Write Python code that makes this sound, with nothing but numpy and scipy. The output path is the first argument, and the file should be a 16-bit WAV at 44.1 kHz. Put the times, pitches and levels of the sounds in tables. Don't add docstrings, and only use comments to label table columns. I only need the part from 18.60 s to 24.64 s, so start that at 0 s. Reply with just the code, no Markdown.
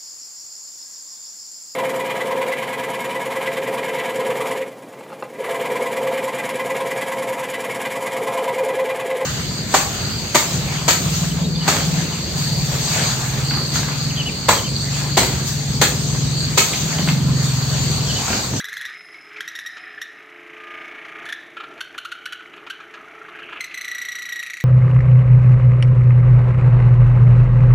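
import sys
import numpy as np
from scipy import signal
from scipy.fft import rfft, irfft, next_fast_len
from scipy.io import wavfile
from scipy.ndimage import uniform_filter1d

SR = 44100
rng = np.random.default_rng(int(sys.argv[2]) if len(sys.argv) > 2 else 0)


def gain_from_db(level_db):
    decades = np.asarray(level_db, float) / 20
    return 10 ** decades


def file_out(sig):
    cols = np.atleast_2d(sig).T
    lim = np.clip(cols, -1, 1)
    pcm = np.round(lim * 32767).astype(np.int16)
    wavfile.write(sys.argv[1], SR, pcm)


N = 266364
T = np.arange(N) / SR

# time_s, turns_made
SPINDLE = [(0, 0), (.2528, 6), (.8056, 20), (1.062, 27), (1.4172, 37), (2.142, 58), (4.7895, 135),
           (6.04, 171.4)]


def level(x, db):
    return x * gain_from_db(db) / np.sqrt(np.mean(x ** 2))


def on_log(table, hz):
    f, db = np.transpose(table)
    return np.interp(np.log(np.maximum(hz, 1)), np.log(f), db)


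def colour(x, table):
    size = next_fast_len(N + 4096)
    hz = np.arange(size // 2 + 1) * SR / size
    return irfft(rfft(x, size) * gain_from_db(on_log(table, hz)), size)[..., :N]


def noise(table, db):
    return level(colour(rng.standard_normal(N), table), db)


def curves(table, outside=None):
    s, *columns = np.transpose(table)
    return [np.interp(T, s, c, left=outside, right=outside) for c in columns]


def ring(x, hz, width_hz):
    return signal.lfilter(*signal.iirpeak(hz, hz / width_hz, SR), x)


def walk(rate_hz):
    k = max(int(SR / rate_hz), 1)
    return level(uniform_filter1d(uniform_filter1d(rng.standard_normal(N), k), k), 0)


def hoarse(hz, width_hz, steady=0):
    return (steady + walk(width_hz)) * np.sin(2 * np.pi * np.cumsum(hz * np.ones(N)) / SR)


def per_turn(turns, memory, size=1536):
    fresh = rng.standard_normal((220, size))
    rows = signal.lfilter([np.sqrt(1 - memory ** 2)], [1, -memory], fresh, axis=0)[40:]
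    return np.interp(turns * size, np.arange(rows.size), rows.ravel())


def orders(table, turns):
    out = 0
    for multiple, db in table:
        wander_db = 4 * walk(6.2)
        out = out + gain_from_db(db + wander_db) * np.sin(2 * np.pi * round(multiple) * turns)
    return out


def aftermath(tables, depth_db, fade_s):
    kicks = np.zeros(N)
    for rows, db in zip(tables, depth_db):
        kicks[(rows[:, 0] * SR).astype(int)] = gain_from_db(rows[:, 1] + db)
    trace = signal.lfilter([1], [1, -np.exp(-1 / (fade_s * SR))], kicks)
    return uniform_filter1d(trace, size=441)


def all_squeals():
    # start_s, peak_db, settled_pitch_hz, starting_pitch_share, length_ms
    entry = [(0.0004, -13.5, 2050, 0.78, 13.5), (0.0422, -13.5, 2016, 0.85, 16),
             (0.0847, -16, 2100, 0.79, 12), (0.1276, -14.5, 2180, 0.77, 13.6),
             (0.168, -13.5, 2120, 0.77, 12), (0.2102, -15, 2080, 0.78, 11.4), (0.2515, -14, 2000, 0.88, 11)]
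    shallow = [(0.8051, -15, 1997, 0.67, 7.4), (0.8767, -17.5, 1942, 0.92, 14),
               (0.9515, -18, 1900, 0.88, 14.6), (0.988, -18.5, 1940, 0.83, 11),
               (1.061, -17, 1908, 0.95, 13), (1.415, -16, 1917, 0.87, 13.7)]
    middle = [(3.206, -10.5, 1601, 0.86, 8.5), (3.3785, -14, 1550, 0.59, 10.3),
              (3.4481, -16, 1476, 0.58, 12.6), (3.5162, -15, 1495, 0.77, 11.2),
              (3.6556, -12, 1503, 0.94, 8.4), (3.7224, -15.5, 1524, 0.78, 12.3),
              (4.099, -15, 1576, 0.76, 12.5)]
    re_entry = [
        (2.6535, -26, 1762, 0.75, 29),
        (2.6876, -22, 1805, 0.8, 17),
        (2.724, -13, 1860, 0.9, 6.5),
    ]
    loose_turns = 6
    deep, loose = np.split(binding(), [-loose_turns])
    return [np.array(entry), np.array(shallow), np.array(middle), deep, loose, np.array(re_entry)]


def squeals(table, depth):
    # multiple, entry_db, shallow_db, middle_db, deep_db, re_entry_db
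    overtones = np.array([(1, 5, 4, -2.5, 2.5, 4.5), (2, 1.5, 0, -1.5, -5.5, 3.5),
                          (3, -2, 0.5, -12, -5, -1), (4, -6.5, -9.5, -36, -7, -13),
                          (5, -31, -28, -29, -16.5, -31), (6, -6, -8.5, -44, -13.5, -8),
                          (7, -11, -14, -20, -4, -30)])
    # lead_in_s, settling_s, tone_rise_s, first_jolt_share, scrape_db, ring_on_s
    grips = [
        (0, 0.009, 0.0011, 0.7, -14, 0.0055),
        (0, 0.00534, 0.001, 0.55, -6.5, 0.0057),
        (0, .0055, .0035, .05, -5.5, .003),
        (.0042, 0.0028, 0.0017, 0.3, -11, 0.0055),
        (0.001, 0.0045, 0.0006, 0.3, -13, 0.0012),
        (0, 0.008, 0.002, 0.3, -5.5, 0.005),
    ]
    # dip_share, dip_s, rebound_db, glide_bend, overtone_rise_s
    stumbles = [
        (0.85, 0.007, -13, 1.6, 0.001),
        (0.2, 0.007, -16, 1.1, 0.0014),
        (0.1, 0.006, -18, 1.3, 0.004),
        (0.35, 0.005, -9, 1.6, 0.0012),
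        (0.8, 0.0038, -5, 2.2, 0.0007),
        (0.3, 0.005, -12, 1.8, 0.002),
    ]
    blur_rad = [0.2, 0.3, 0.4, 0.2, 0.25, 0.35]
    # crack at the first jolt over the scrape, db
    crack_db = [-1, -0.5, 5, -2, -14, 7]
    # overtone waning, fade_s
    edge_fade_s = [0.049, 0.031, 0.042, 0.016, 0.025, 0.013]
    # overtones gathering after the jolt, rise_s
    over_rise_s = [0.0033, 0.0014, .001, 0.00032, 0.00047, 0.0023]
    # torn fibre between overtones, db
    grit_db = [-14, -6, -17, -14.5, -20, -5]
    # hz, db_per_hz
    grit_spectrum = [(1000, -29), (1400, -11.5), (1900, 20), (2700, -10), (3400, -8.5), (4200, -14)]
    # hz, db
    camera = [(200, -27), (700, -11), (1300, 6), (2400, -6), (3150, 1), (3900, 1), (4500, -2), (5000, -14),
              (5800, 1), (8000, -7), (12500, -1), (14300, -48), (15000, -40)]

    out, t = np.zeros(N + 4096), T[:2048]
    k = overtones[:, :1].astype(int)
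    over_db = overtones[:, (1, 2, 3, 4, 4, 5)[depth], None]
    if depth == 4:
        over_db = over_db - 4.5 * (k > 1)
    lead_s, settle_s, rise_s, jolt, scrape_db, hang_s = grips[depth]
    dip, dip_s, rebound_db, bend, edge_rise_s = stumbles[depth]
    waver, tremble, flutter = walk(670), walk(440), walk(370)
    blur = blur_rad[depth] * walk(1800)
    scrape = noise([(900, -16.0), (2200, 3.0), (12000, -18.5)], scrape_db)
    grit = noise(grit_spectrum, grit_db[depth])
    for s, db, hz, start, ms in table:
        i = max(int((s - lead_s) * SR), 0)
        here = np.minimum(i + np.arange(len(t)), N - 1)
        held = np.maximum(t - lead_s, 0)
        after = np.maximum(held - ms / 1000, 0)

        glide = 1 + (start - 1) * np.exp(-(t / settle_s) ** bend)
        pitch = hz * glide * (1 + .01 * waver[here])
        phase = k * 2 * np.pi * np.cumsum(pitch) / SR + 1.19 * k * k
        phase = phase + np.maximum(k - 1.5, 0) * blur[here]
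        flicker_db = 1.5 * flutter[(here + 5000 * k) % N] * (k > 1)
        stack = gain_from_db(over_db + flicker_db) * np.sin(phase)

        grip = 1 - jolt + jolt * np.exp(-(held / 0.0038) ** 2)
        grip = grip * (1 - dip * np.exp(-((held - dip_s) / 0.0017) ** 2))
        dulled = (stack * gain_from_db(-4 * (k + 1))).sum(axis=0)
        rebound = gain_from_db(rebound_db) * dulled * np.exp(-((held - ms / 1000 - 0.0085) / 0.0035) ** 2)

        tone = stack[0] * (1 - np.exp(-t / rise_s)) ** 2 * np.exp(-after / hang_s)
        tone = tone * gain_from_db(0.7 * tremble[here])
        over = stack[1:].sum(axis=0) * np.exp(-held / edge_fade_s[depth])
        over = over * (1 - np.exp(-held / over_rise_s[depth]))
        torn = 2 * grit[here] * np.exp(-held / 0.0097)
        crack = np.exp(-held / 0.015) + gain_from_db(crack_db[depth]) * np.exp(-held / 0.0016)
        edge = over + torn + 1.48 * scrape[here] * crack
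        edge = edge * (1 - np.exp(-held / edge_rise_s)) * np.exp(-after / 0.0016)
        burst = (tone + edge * gain_from_db(flutter[here])) * grip + rebound
        out[i:i + len(t)] += burst * gain_from_db(db - 9.5)
    return colour(out[:N], camera)


def fibre_rasp(turns, even, slow, shear):
    # hz, db_per_hz
    spectrum = [(560, -64), (950, -26), (1210, -2), (1410, -2), (2190, 2.5), (2500, -3), (3110, -10),
                (3320, -12.5), (5950, -43), (9000, -64), (11700, -74), (19800, -120)]
    # multiple_of_turn, db
    cut_orders = [(42, -8), (60, -8), (75, -25)]
    # time_s, share
    order_share = [(1.6, .4), (2.2, 1), (2.7, 0.43), (3.1, 0.2), (3.4, 0.1), (6, 0.2)]
    torn = per_turn(turns, 0.69) * gain_from_db(2.0 * walk(220))
    sheared = per_turn(turns, 0.95)
    fibres = level(colour(shear * sheared + np.sqrt(1 - shear ** 2) * torn, spectrum), -0.9)
    share, = curves(order_share)
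    return fibres + orders(cut_orders, even) * gain_from_db(3 * slow) * share


def bit_song(tables, song_hz):
    song_db = [-44.5, -41, -48, -55.5, -69, -45.5]
    octave_db = [-8, -9, 4.5, -2, -8, -0.5]
    fade_s = 0.17
    sing = aftermath(tables, np.add(song_db, 17), fade_s)
    octave = aftermath(tables, np.add(song_db, octave_db) + 13, fade_s)
    return sing * hoarse(song_hz, 360) + octave * hoarse(2.07 * song_hz, 520)


def dust(tables, turns, feed_db, bite, ride):
    # hz, db_per_hz
    spectrum = [(2350, -9.5), (4000, -3.5), (4660, -8), (5000, -9.5), (5980, -3), (8950, -20), (9640, -17),
                (10800, -10.5), (14200, -28)]
    shed_db = [-59.5, -56.5, -64, -61, -67, -65]
    shed = aftermath(tables, np.add(shed_db, 17), 0.052)
    chip = 1 - 1.54 * bite + 2.0 * bite * np.exp(-(turns % 1))
    hiss = level(colour(rng.standard_normal(N) * gain_from_db(2.7 * walk(370)), spectrum), 3.2)
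    return hiss * chip * (gain_from_db(-65.5 + 0.69 * feed_db + 7.5 * ride) + shed)


def headstock(even, slow, feed_db, ride, true):
    # hz, db_per_hz
    spectrum = [(12, -67), (20, -28.5), (101, -24.5), (129, -19.5), (225, -17), (345, -3), (381, -11),
                (441, -1.5), (471, -19.5), (675, -3), (721, -9), (835, -7), (1000, -12), (1300, -6.5),
                (2200, -120)]
    # multiple_of_turn, db
    hum_orders = [(10, -5), (11, -8.5), (12, -1.5), (14, -6), (15, -2.5), (16, -8), (20, -11), (23, -16),
                  (26, -29), (29, -7)]
    loose = true * per_turn(even, 0.89) + 0.33 * np.sqrt(1 - true ** 2) * walk(SR / 29)
    hum = level(colour(loose, spectrum), 0.14) + true ** 2 * colour(orders(hum_orders, even), spectrum)
    return hum * gain_from_db(-46 + feed_db + 3 * slow + 16.5 * ride)


def lathe_bed(even, feed_db, ride, true):
    # pitch_hz, width_hz, level_db
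    resonances = [(345.4, 19, -56.5), (421.3, 26.4, -57.5)]
    shake = per_turn(even, 0.913)
    drone = sum(level(ring(ring(shake, hz, wide), hz, wide), db) for hz, wide, db in resonances)
    return drone * (0.46 + 0.62 * true) * gain_from_db(0.66 * feed_db + 16.5 * ride)


def lathe(tables):
    # time_s, feed_pressure_db, bite_depth_share, song_hz
    cut = [(0.0, 5.5, 0.07, 1855), (0.29, 10, 0.33, 1864), (0.42, 8, 0.81, 1880), (0.622, 6, 0.75, 1926),
           (0.789, 4.5, 0.28, 1856), (1.307, 0.5, 0, 1856), (1.7, 0.5, 0.54, 1837), (1.93, 2, 0.44, 1814),
           (2.151, 5.5, 0, 1800), (2.522, 4.5, 0.3, 1777), (2.699, 10.5, 0.48, 1882),
           (2.95, 2.5, 0.5, 1747), (3.202, 6, 0.57, 1509), (4, 3, 0.61, 1435), (4.6, 3, 0.44, 1475),
           (4.879, 5, 0.71, 2094), (5.349, 6.5, 0, 1981), (6.04, 1, 0.16, 1914)]
    # time_s, shear_share, level_lost_between_share
    shearing = [(1.5, 0, 0), (1.8, 0.75, 0.15), (1.95, 0.8, 0.62), (2.35, 0.8, 0.55), (2.6, 0.5, 0.3),
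                (2.75, 0, 0)]
    # time_s, share
    steadiness = [(0, 0.8), (0.5, 0.65), (0.85, 0.99), (1.5, 0.58), (1.7, 1), (2.68, 0.86), (2.8, 0.88),
                  (3.3, 0.38), (4.3, 0.82), (4.6, 0.82), (5.0, 0.62), (5.2, 0)]
    feed_db, bite, song_hz = curves(cut)
    turns, = curves(SPINDLE)
    shear, drop = curves(shearing)
    true, = curves(steadiness)
    slow = uniform_filter1d(np.gradient(turns) * SR, size=8820) - 29
    even = np.cumsum(slow + 29) / SR
    ride = -np.log10(2.5 + aftermath(tables, [31] * len(tables), 0.079))

    once_a_turn = uniform_filter1d(np.exp(-((turns + 0.077) % 1) / 0.11), size=130)
    swell = 1 - bite + 0.6 * bite * once_a_turn
    swell = swell + shear * (1 - bite / 2 - swell)
    on_turn, off_turn = -0.08, 0.45
    since_entry = (turns - on_turn) % 1
    idle = since_entry > off_turn - on_turn
    lip = 1 - drop * (uniform_filter1d(1. * idle, size=88) - .5)
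    lip = lip + 0.43 * drop * np.exp(-since_entry / 0.027)

    rasp = fibre_rasp(turns, even, slow, shear) * gain_from_db(-39 + feed_db + 8 * ride)
    rasp = (rasp + bit_song(tables, song_hz)) * swell * lip * gain_from_db(walk(4.8))
    steady = lathe_bed(even, feed_db, ride, true) + headstock(even, slow, feed_db, ride, true)
    return rasp + dust(tables, turns, feed_db, bite, ride) * lip + steady


def shop_rumble():
    return noise([(20, -25), (60, -51), (160, 4.5), (260, -23.5)], -68.5)


def shop(x):
    # top_hz, t60_s, level_db
    bands = [(2600, 0.66, -7), (5000, 0.4, -6.5), (14600, 0.067, -10)]
    t, hiss, tail, below = T[:30000], rng.standard_normal(30000), 0, 0
    for top_hz, t60_s, db in bands:
        low = signal.sosfilt(signal.butter(4, top_hz, fs=SR, output="sos"), hiss)
        decay = gain_from_db(-60 * t / t60_s) * (1 - np.exp(-t / .016))
        tail = tail + (low - below) * decay * gain_from_db(db) / np.linalg.norm(decay)
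        below = low
    return signal.fftconvolve(x, tail)[:N]


def whine():
    # time_s, level_db
    whine_level = [(0.05, -56), (0.45, -49.5), (0.9, -57), (1.218, -51.5), (1.46, -62), (1.74, -68),
                   (1.9, -74), (2.25, -64), (2.5, -89)]
    hz = 5134
    db, = curves(whine_level, outside=-90)
    octave_db = -85 + 2.5 * (db + 57)
    low = gain_from_db(db) * 0.58 * hoarse(hz, 310, steady=1.3)
    return low + gain_from_db(octave_db) * hoarse(2 * hz, 360, steady=1.2)


def catches():
    # start_s, peak_db, brightness_db
    events = [(0.295, -44, -10), (0.3405, -96, -15), (0.54, -45, -9), (0.763, -36, -14), (1.1343, -61, -29),
              (1.166, -37.5, -9), (1.3768, -44.5, -17), (2.448, -37.5, -17), (2.487, -39, -23),
              (2.751, -60, -16), (2.9664, -29.5, -32), (2.9983, -29, -36), (3.033, -30.5, -35),
              (3.106, -41, -26), (3.1767, -35, -37), (3.342, -35.5, -27), (3.8013, -37.5, -31),
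              (3.9006, -85, -87), (3.932, -36, -46), (3.967, -36.5, -33), (4.0649, -31.5, -19),
              (4.201, -35, -22), (4.337, -31.5, -14.5), (4.6843, -37, -47), (4.754, -37, -36),
              (4.787, -35.5, -22), (4.895, -39, -54), (4.923, -30.5, -36), (4.959, -35.5, -51),
              (4.9734, -62, -18), (5.1116, -48, -3)]
    # pitch_hz, width_hz, level_db
    blank = [(1356, 85, 16), (1663, 21, 15), (2400, 96, 10.5), (2746, 36, 4.5), (3020, 16, 4),
             (6200, 64, -37), (6600, 98, 1)]
    # hz, db_per_hz
    thud = [(250, -36), (450, 3), (700, -3), (900, 8), (1200, -32)]
    s, db, bright_db = np.transpose(events)
    hits = np.zeros((2, N))
    hits[:, (s * SR).astype(int)] = gain_from_db([db - 2.0, db + bright_db + 0.5])
    age = T[:1500] / 0.0058
    push, bright = signal.fftconvolve(hits, [age * np.exp(1 - age)], axes=1)[:, :N]
    grit = rng.standard_normal(N) * gain_from_db(2.5 * walk(900))
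    body = sum(gain_from_db(gain_db) * ring(grit * push, hz, 2 * max(wide, 30)) for hz, wide, gain_db in blank)
    body = colour(body, [(700, -20), (1000, 0), (3500, 0), (7000, -20)])
    body = body * np.sqrt(np.mean(push ** 2) / np.mean(body ** 2))
    dull = [(2000, -10), (3500, 0), (6500, -10), (9000, -28), (14000, -40)]
    return body + push * noise(thud, -16) + bright * level(colour(grit, dull), 0)


def knocks():
    # start_s, peak_db, pitch_hz
    knock_events = [(3.552, -33, 1370), (3.5778, -32, 1370), (3.7594, -42, 1380), (3.8304, -48, 1460),
                    (3.869, -49, 1700), (3.9991, -41, 1190), (4.0284, -34, 1204), (4.1394, -41, 1410),
                    (4.1706, -36, 1610), (4.24, -32, 1490), (4.269, -37, 1450), (4.3035, -41, 1560),
                    (4.3757, -30, 1280), (4.4104, -31, 1270), (4.4447, -35, 1226), (4.4806, -31.5, 1460),
                    (4.5201, -37, 1340), (4.551, -33, 1315), (4.58, -32, 1280), (4.6174, -26.5, 1366),
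                    (4.652, -28.5, 1473), (4.6866, -31.5, 1230), (4.7197, -33, 1330), (4.7538, -27.5, 1625),
                    (4.8236, -27.5, 1630), (4.859, -39, 1560), (4.8915, -28, 1360), (4.9281, -24, 1238),
                    (4.9601, -27, 1262),
                    (0.3091, -29, 1780), (0.3494, -27.5, 2160), (0.3894, -37, 2130), (0.4294, -41, 2140),
                   (0.4658, -33.5, 2134), (0.5057, -31, 2030), (0.5457, -28, 2160), (0.5851, -31, 2190),
                   (0.6294, -40, 2180), (0.6669, -40, 2120), (0.7094, -39, 2100), (0.7632, -24.5, 2330),
                   (0.7844, -25, 2100), (0.847, -29, 2050), (0.9144, -32, 1876), (1.0243, -27, 1830),
                   (1.0996, -31, 1850), (1.1337, -32, 1790), (1.1649, -28, 1747), (1.2027, -29.5, 1780),
                   (1.2391, -26, 2015), (1.2757, -25.5, 1787), (1.3097, -31, 1800), (1.345, -29, 1756),
                   (1.3796, -23, 1763), (3.6744, -27, 1740), (3.7449, -35, 1730)]
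    out, t = np.zeros(N), T[:1200]
    rise_s = 0.00408
    push = t / rise_s * np.exp(1 - t / rise_s)
    rough = 0.69 * walk(450)
    for s, db, hz in knock_events:
        i = int((s - rise_s) * SR)
        tone = np.sin(2 * np.pi * hz * t + rough[i:i + len(t)])
        out[i:i + len(t)] += gain_from_db(db - 6) * push * tone
    return out


def belt_and_bed():
    # time_s, pitch_hz, level_db
    drone_early = [(0.32, 423.6, -63), (0.694, 413, -59), (0.8, 426, -46), (0.81, 417.8, -54)]
    # time_s, pitch_hz, level_db
    belt = [(1.05, 715, -80), (1.15, 735, -60), (1.38, 760, -58), (1.45, 765, -80)]
    # time_s, pitch_hz, level_db
    drone_cut = [(1.58, 352.1, -60), (1.62, 349.3, -54), (2.106, 348.9, -58), (2.436, 348.6, -46),
                 (2.696, 347.8, -53), (2.72, 348.3, -65)]
    out = 0
    for table, trim_db in ((drone_early, -9), (belt, -7), (drone_cut, -9)):
        hz, _ = curves(table)
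        _, db = curves(table, outside=-99)
        gain = uniform_filter1d(gain_from_db(db + trim_db), size=1500)
        out = out + hoarse(hz, 12, steady=2.5) * gain
    return out


def wall_scrape():
    # time_s, pitch_hz, level_db
    scrape = [(4.55, 2520, -48), (4.671, 2464, -41), (4.943, 2600, -29), (5.119, 2415, -41),
              (5.2, 2400, -58)]
    hz, _ = curves(scrape)
    _, db = curves(scrape, outside=-90)
    return hoarse(hz, 1200) * gain_from_db(db - 8)


def false_starts():
    # start_s, level_db, starting_hz, length_s
    chirps = [(4.9723, -32.5, 2860, 0.0093), (5.1115, -33.5, 2600, 0.013), (4.831, -36, 2950, 0.012)]
    fall_hz_per_s = 37600
    out, rough, blur = np.zeros(N), gain_from_db(3.6 * walk(400)), 1.3 * walk(700)
    for s, db, hz, long_s in chirps:
        age = np.clip(T - s, 0, long_s)
        swell = np.abs(np.sin(np.pi * age / long_s)) ** 0.19
        out += gain_from_db(db) * swell * np.sin(2 * np.pi * (hz - fall_hz_per_s * age / 2) * age + blur)
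    return out * rough


def binding():
    # time_s, seizing_angle_turns, peak_db, settled_pitch_hz, starting_pitch_share
    bind = [(5, 0.32, -10.5, 2058, 1.5), (5.043, 0.35, -17, 1957, 1.4), (5.13, 0.29, -13.5, 2008, 1.6),
            (5.4, 0.25, -15.5, 1934, 1.31), (5.65, 0.17, -15, 1922, 1.54), (5.787, 0.21, -15, 1897, 1.32),
            (5.89, 0.31, -11, 1917, 1.29), (6.002, 0.36, -12.5, 1937, 1.22)]
    bound_turns = np.r_[141, 142, 145:171]
    release_turn = 0.54
    scatter = (0.02, 0.92, 0.0053, 0.032)  # turns, dB, pitch share, start share
    clock_s, made = np.transpose(SPINDLE)
    s, *columns = np.transpose(bind)
    turn_s = np.interp(bound_turns, made, clock_s)
    angle, db, hz, start = (np.interp(turn_s, s, c) for c in columns)
    chance = (rng.standard_normal((len(bound_turns), 4)) * scatter).T
    seize_s = np.interp(bound_turns + angle + chance[0], made, clock_s)
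    free_s = np.interp(bound_turns + release_turn, made, clock_s)
    length_ms = 1000 * (free_s - seize_s)
    return np.transpose([seize_s, db + chance[1], hz * (1 + chance[2]), start * (1 + chance[3]), length_ms])


def two_ports(mid):
    # hz, db
    ports = [(30, -18), (125, -29), (300, -57), (600, -36), (1200, -41), (2500, -86), (4500, -27),
             (8000, -54), (11000, -14.5), (14000, 4)]
    # hz, db
    right_lean = [(3500, -41.5), (7000, -20), (12000, -19)]
    # hz, db_per_hz
    port_hiss = [(30, -6), (150, 0), (400, 2), (1000, -22), (8000, -25), (10500, -8), (13500, -1)]
    path = irfft(np.exp(2j * np.pi * rng.random(1025)))
    side = colour(signal.fftconvolve(mid, path)[:N], ports) - colour(mid, right_lean)
    side = side + noise(port_hiss, -79)
    return np.array([mid + side, mid - side])


def scene():
    tables = all_squeals()
    bursts = sum(squeals(table, depth) for depth, table in enumerate(tables))
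    bursts = bursts + catches() + knocks() + false_starts()
    steady = lathe(tables) + shop_rumble() + whine() + belt_and_bed() + wall_scrape()
    return two_ports(bursts + shop(bursts) + steady)


def low_pass(x):
    return signal.sosfilt(signal.butter(12, 14340, fs=SR, output="sos"), x)


def record(dry):
    # hz, db
    body_notch = [(8750, 0), (9000, -16), (9200, -16), (9450, 0), (13400, 0), (14300, -14), (15000, -40)]
    return low_pass(colour(dry, body_notch))


dry = scene()
out = record(dry)
file_out(out)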